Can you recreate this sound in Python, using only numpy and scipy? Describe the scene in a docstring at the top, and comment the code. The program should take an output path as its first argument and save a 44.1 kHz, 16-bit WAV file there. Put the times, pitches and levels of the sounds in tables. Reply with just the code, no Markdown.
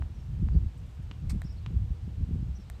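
"""Outdoor tennis courts on a breezy day.

From behind the baseline: far off, a ball bounces twice and rackets strike; nearby, a shoe scuffs
and taps the gritty court. Court and fences reflect the play. Gusts and eddies buffet the
microphone, over a wash of trees and distant traffic and the thin whistles of a small bird."""
import sys
import numpy as np
from scipy import signal
from scipy.fft import rfft, irfft
from scipy.io import wavfile

SR = 44100
rng = np.random.default_rng(int(sys.argv[2]) if len(sys.argv) > 2 else 0)


def output_pcm(signal):
    """Save a mono or channel-first signal as 16-bit PCM at the path in sys.argv[1].

    Samples are clipped to [-1, 1] before scaling.
    """
    pcm = np.clip(np.atleast_2d(signal).T, -1, 1) * 32767
    wavfile.write(sys.argv[1], SR, np.round(pcm).astype(np.int16))


N = 123479
T = np.arange(N) / SR


def amp(db):
    """Decibels to gain."""
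    return 10 ** (np.asarray(db) / 20)


def unit(x):
    """Scale to unit rms."""
    return x / np.sqrt(np.mean(x ** 2) + 1e-20)


def add(mix, start_s, sound):
    """Mix a sound in at start_s."""
    part = mix[max(round(start_s * SR), 0):][:len(sound)]
    part += sound[:len(part)]


def gains(colour, hz):
    """Gain of a colour (f/Hz, level/dB), interpolated in log frequency."""
    knots_hz, db = np.transpose(colour)
    return amp(np.interp(np.log(hz + 1), np.log(knots_hz), db))


def tinted(x, colour):
    """Filter by a colour; unit rms."""
    hz = np.fft.rfftfreq(len(x), 1 / SR)
    return unit(irfft(rfft(x) * gains(colour, hz), len(x)))


def noise(colour):
    """Coloured noise, unit rms."""
    return tinted(rng.standard_normal(N), colour)


def drift(rate_hz):
    """Slow random motion up to about rate_hz, unit rms."""
    hz = np.fft.rfftfreq(N, 1 / SR)
    lowpass = np.exp(-(hz / rate_hz) ** 2) * (hz > 0)
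    return unit(irfft(rfft(rng.standard_normal(N)) * lowpass, N))


def knock(colour, tilt_db_per_oct=0, size=2048):
    """Sharp, heavily damped pressure pulse (minimum phase)."""
    hz = abs(np.fft.fftfreq(size, 1 / SR))
    octaves = np.log2((hz + 100) / 2000)
    log_gain = np.log(gains(colour, hz) * amp(tilt_db_per_oct * octaves))
    spectrum = np.exp(np.conj(signal.hilbert(log_gain)))
    return np.fft.ifft(spectrum).real[:size // 2]


def scatter(x, t60_s, cutoff_hz):
    """Diffuse outdoor reflections: a decaying, low-passed tail."""
    t = T[:SR // 2]
    tail = rng.standard_normal(len(t)) * amp(-60 * t / t60_s) * (t > .002)
    pole = np.exp(-2 * np.pi * cutoff_hz / SR)
    response = signal.lfilter([1 - pole], [1, -pole], tail / np.linalg.norm(tail))
    return signal.fftconvolve(x, response)[:N]


def turbulence(colour, smooth_s=0.061):
    """Coloured noise with its slow swells evened out."""
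    x = noise(colour)
    window = signal.windows.hann(int(2 * smooth_s * SR))
    power = signal.fftconvolve(x ** 2, window / window.sum(), "same")
    return x / np.sqrt(abs(power) + 1e-6)


def wind():
    """Gusts rumble on the microphone; small eddies add a lumpy flutter."""
    # gust envelopes: t/s, rumble level/dB, flutter level/dB
    gusts = [(0, -28.5, -42), (.1, -40.5, -53), (.27, -39, -56.5), (.33, -32, -48), (.37, -34.5, -52.5),
             (.42, -28, -40.5), (.5, -29, -37.5), (.57, -28.5, -33), (0.659, -29.5, -45.5),
             (.72, -44.5, -53), (.83, -39, -47), (.92, -45.5, -61.5), (1.061, -36.5, -49),
             (1.14, -44.5, -52.5), (1.27, -31.5, -42.5), (1.36, -30, -38.5), (1.42, -36.5, -53.5),
             (1.64, -38.5, -52), (1.75, -31, -40.5), (1.84, -29.5, -38.5), (1.88, -37.5, -52.5),
             (1.98, -42.5, -66), (2.04, -35, -51.5), (2.15, -39, -55), (2.21, -28.5, -37.5),
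             (2.28, -38.5, -43.5), (2.348, -31.5, -32.5), (2.45, -34.5, -43), (2.53, -32.5, -54),
             (2.61, -45.5, -46), (2.7, -42, -53.5), (2.739, -38.5, -61), (2.8, -47.5, -50)]
    # spectra: f/Hz, level/dB
    rumble_colour = [(10, -68), (25, -17), (45, 2), (62, 5), (90, 1), (125, -4), (170, -15.5), (260, -35),
                     (500, -78.5)]
    flutter_colour = [(70, -20.5), (130, 0), (170, 6), (230, -6), (310, -11.5), (420, -25), (600, -35.5),
                      (1200, -55), (3000, -69)]
    rumble_trim_db, flutter_trim_db, eddy_depth_db = 0.5, -1.5, 4
    times_s, rumble_db, flutter_db = np.transpose(gusts)
    rumble = turbulence(rumble_colour) * amp(rumble_trim_db + np.interp(T, times_s, rumble_db))
    flutter = unit(turbulence(flutter_colour) * amp(eddy_depth_db * drift(rate_hz=25)))
    return rumble + flutter * amp(flutter_trim_db + np.interp(T, times_s, flutter_db))


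def surroundings():
    """Steady wash of leaves and far traffic, with a faint wavering hum."""
    # wash spectrum: f/Hz, level/dB
    wash_colour = [(60, -9.5), (300, 9), (520, 3.5), (800, 2.5), (1300, -1.5), (2000, -5), (2900, -4.5),
                   (4200, -8.5), (6000, -13), (8300, -15), (10000, -23.5), (13000, -21), (15500, -33)]
    wash_db, hum_db = -62, -73.5
    hum_hz, width_hz = 477.3, 5.7
    phase = 2 * np.pi * hum_hz * T
    hum = unit(drift(width_hz) * np.sin(phase) + drift(width_hz) * np.cos(phase))
    return amp(wash_db) * noise(wash_colour) + amp(hum_db) * hum


def ball_bounces():
    """Dull pocks of a far ball on the court."""
    # impacts: t/s, level/dB
    bounces = [(0.0226, -9), (0.4868, -12)]
    # impact spectrum: f/Hz, level/dB
    colour = [(150, -18), (450, -7), (750, 0), (1200, -1), (1900, -7), (2800, -16), (4200, -30),
              (9000, -50)]
    out = np.zeros(N)
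    for start_s, db in bounces:
        add(out, start_s, amp(db) * knock(colour))
    return out


def bird():
    """Thin gliding whistles, some doubled by the syrinx's second side, scattered by trees."""
    # notes: t/s, length/s, first f/Hz, middle f/Hz, last f/Hz, level/dB, second-voice gain
    notes = [(.138, 0.038, 5150, 5850, 4940, -71.5, 0.21), (0.182, .035, 4970, 5550, 4900, -72, 0.18),
             (0.524, 0.06, 4800, 4630, 4600, -72.5, 0.44), (1.441, 0.045, 4690, 5660, 4750, -63, 0.42),
             (1.49, 0.043, 4640, 5620, 4580, -62.5, 0.28), (1.56, 0.036, 3220, 4470, 3830, -67, 0.11),
             (1.63, .04, 3300, 3850, 4180, -72, 0), (2.547, .033, 5320, 6090, 5500, -64, 0.79),
             (2.594, .044, 5560, 5430, 4700, -68.5, 0.14), (2.655, .036, 3340, 4130, 4550, -73, 0),
             (2.729, 0.042, 3230, 3960, 4100, -69.5, 0)]
    second_ratio, ramp_s, trees_db = .94, .006, -5
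    waver = 1 + .01 * drift(rate_hz=140)
    out = np.zeros(N)
    for start_s, length_s, first_hz, middle_hz, last_hz, db, second_gain in notes:
        on = (T >= start_s) & (T < start_s + length_s)
        t = T[on] - start_s
        arch = 2 * t / length_s - 1
        end_hz = np.where(arch < 0, first_hz, last_hz)
        hz = middle_hz + (end_hz - middle_hz) * abs(arch) ** 1.9
        phase = 2 * np.pi * np.cumsum(hz * waver[on]) / SR
        envelope = np.clip(np.minimum(t, length_s - t) / ramp_s, 0, 1)
        voices = np.sin(phase) + second_gain * np.sin(second_ratio * phase)
        add(out, start_s, amp(db) * envelope * voices)
    return out + amp(trees_db) * scatter(out, t60_s=.25, cutoff_hz=6900)


def grains(per_s, spread_db):
    """Random clicks of uneven size."""
    size = amp(spread_db * np.minimum(rng.exponential(1, N), 3))
    return rng.choice([-1, 1], N) * size * (rng.random(N) < per_s / SR)


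def grit(t60_s=.06):
    """Grit crunches underfoot as the weight shifts."""
    # crunches: t/s, level/dB
    crunches = [(.222, -73), (.777, -70), (.793, -72), (.862, -72), (.891, -72), (.912, -74), (.948, -71),
                (1.026, -69), (1.437, -68), (1.525, -74)]
    # grain spectrum: f/Hz, level/dB
    colour = [(1000, -22), (4000, -17), (8000, 5), (10300, -8), (13000, -7), (15500, -28)]
    envelope = sum(amp(db - 60 * abs(T - start_s) / t60_s) * (T >= start_s) for start_s, db in crunches)
    return envelope * tinted(grains(per_s=2000, spread_db=4), colour)


def buffets(width_cycles=0.73, skew=0.15):
    """Large eddies thump the microphone: lopsided pressure swings of a cycle or two."""
    # eddies: centre t/s, level/dB, f/Hz
    eddies = [(0.304, -37.5, 151), (0.429, -19, 147), (0.44, -23, 59), (0.472, -30.5, 192),
              (0.521, -22.5, 63), (0.554, -20, 135), (.562, -36.5, 353), (0.575, -13.5, 67.7),
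              (0.646, -30, 158), (0.665, -20, 57.4), (0.999, -29.5, 120), (1.289, -29.5, 53),
              (1.349, -22, 86), (1.453, -26.5, 142), (1.678, -26.5, 108), (1.742, -26.5, 148),
              (1.773, -18.5, 81), (1.82, -22.5, 85.5), (1.907, -33, 162), (1.919, -21.5, 65),
              (2.08, -31, 172), (2.238, -26.5, 75), (2.312, -28, 188), (2.336, -24.5, 62.5),
              (2.359, -28.5, 188), (2.429, -25, 148)]
    out = np.zeros(N)
    for (centre_s, db, hz), offset_cycles in zip(eddies, rng.random(len(eddies))):
        cycles = (T - centre_s) * hz
        envelope = np.exp(-(cycles / width_cycles) ** 2)
        phase = 2 * np.pi * (cycles + offset_cycles)
        out += amp(db) * envelope * (np.cos(phase) + skew * envelope * np.sin(2 * phase))
    return out


def racket_hits():
    """Far cracks off the strings, each with a brief ring and an echo from surfaces close by."""
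    # strokes: t/s, crack level/dB, echo re crack/dB, ring level/dB
    hits = [(1.1133, -12, -9, -48.5), (1.6627, -9, -13.5, -66.5)]
    # crack spectrum: f/Hz, level/dB
    colour = [(130, -20), (300, 6.5), (600, -10), (1080, 1.5), (1650, -8), (2850, -1.5), (3900, -10),
              (5200, -18), (7500, -25.5), (10500, -52)]
    echo_s, ring_hz, ring_t60_s = .0041, 2900, 0.027
    out, t = np.zeros(N), T[:SR // 10]
    for start_s, db, echo_db, ring_db in hits:
        crack = amp(db) * knock(colour)
        ring = amp(ring_db - 60 * t / ring_t60_s) * np.sin(2 * np.pi * ring_hz * t)
        add(out, start_s, crack)
        add(out, start_s + echo_s, amp(echo_db) * crack)
        add(out, start_s, ring)
    return out


def shoe_scuff(hiss_gain=0.46):
    """A sole drags briefly over grit: dense clicks plus hiss."""
    # drag envelope: t/s, level/dB
    drag = [(1.294, -75), (1.2965, -44), (1.302, -47), (1.306, -47.5), (1.309, -46), (1.313, -55),
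            (1.321, -53), (1.334, -90)]
    # friction spectrum: f/Hz, level/dB
    colour = [(300, -25), (900, 1.5), (1700, -1.5), (2350, 5), (2900, -10), (3900, -5.5), (4500, 3.5),
              (5600, -4.5), (8500, 2.5), (10300, -18.5), (12500, -9.5), (15500, -25)]
    clicks = unit(grains(per_s=1500, spread_db=2.5))
    rub = clicks + hiss_gain * rng.standard_normal(N)
    level_db = np.interp(T, *np.transpose(drag), left=-np.inf, right=-np.inf)
    return tinted(rub, colour) * amp(level_db)


def shoe_taps():
    """A sole lands in two quick contacts, with a short echo."""
    # landings: t/s, level/dB, tilt/(dB/octave), second-contact lag/s
    taps = [(1.4188, -17.5, -1, 0.00049), (2.7, -18, 1.5, .00037)]
    # contact spectrum: f/Hz, level/dB
    colour = [(200, -19), (650, 7.5), (1100, 2), (1850, 7.5), (2250, 0.5), (2900, -16), (3900, -2),
              (4900, -17), (6500, -12.5), (7700, -4), (9800, -17), (12000, -9), (15500, -33)]
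    second_gain, echo_s, echo_db = 0.26, .0028, -17
    out = np.zeros(N)
    for start_s, db, tilt_db_per_oct, lag_s in taps:
        tap = amp(db) * knock(colour, tilt_db_per_oct)
        add(out, start_s, tap)
        add(out, start_s + lag_s, second_gain * tap)
        add(out, start_s + echo_s, amp(echo_db) * tap)
    return out


def scene():
    """Play and its court and fence reflections, plus bird, wind and surroundings; mono."""
    court_db, fence_db, fence_delay_s = -13.5, -20, .035
    far = ball_bounces() + racket_hits()
    play = far + shoe_scuff() + shoe_taps() + grit()
    play += amp(court_db) * scatter(play, t60_s=0.33, cutoff_hz=5000)
    add(play, fence_delay_s, amp(fence_db) * scatter(far, t60_s=0.34, cutoff_hz=4000))
    return (play + bird() + wind() + buffets() + surroundings())[None]


def record(dry):
    """The recorder's band limit."""
    cutoff_hz = 15750
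    lowpass = signal.firwin(511, cutoff_hz, window=("kaiser", 9), fs=SR)
    return signal.oaconvolve(dry, lowpass[None], "same")


dry = scene()
out = record(dry)
output_pcm(out)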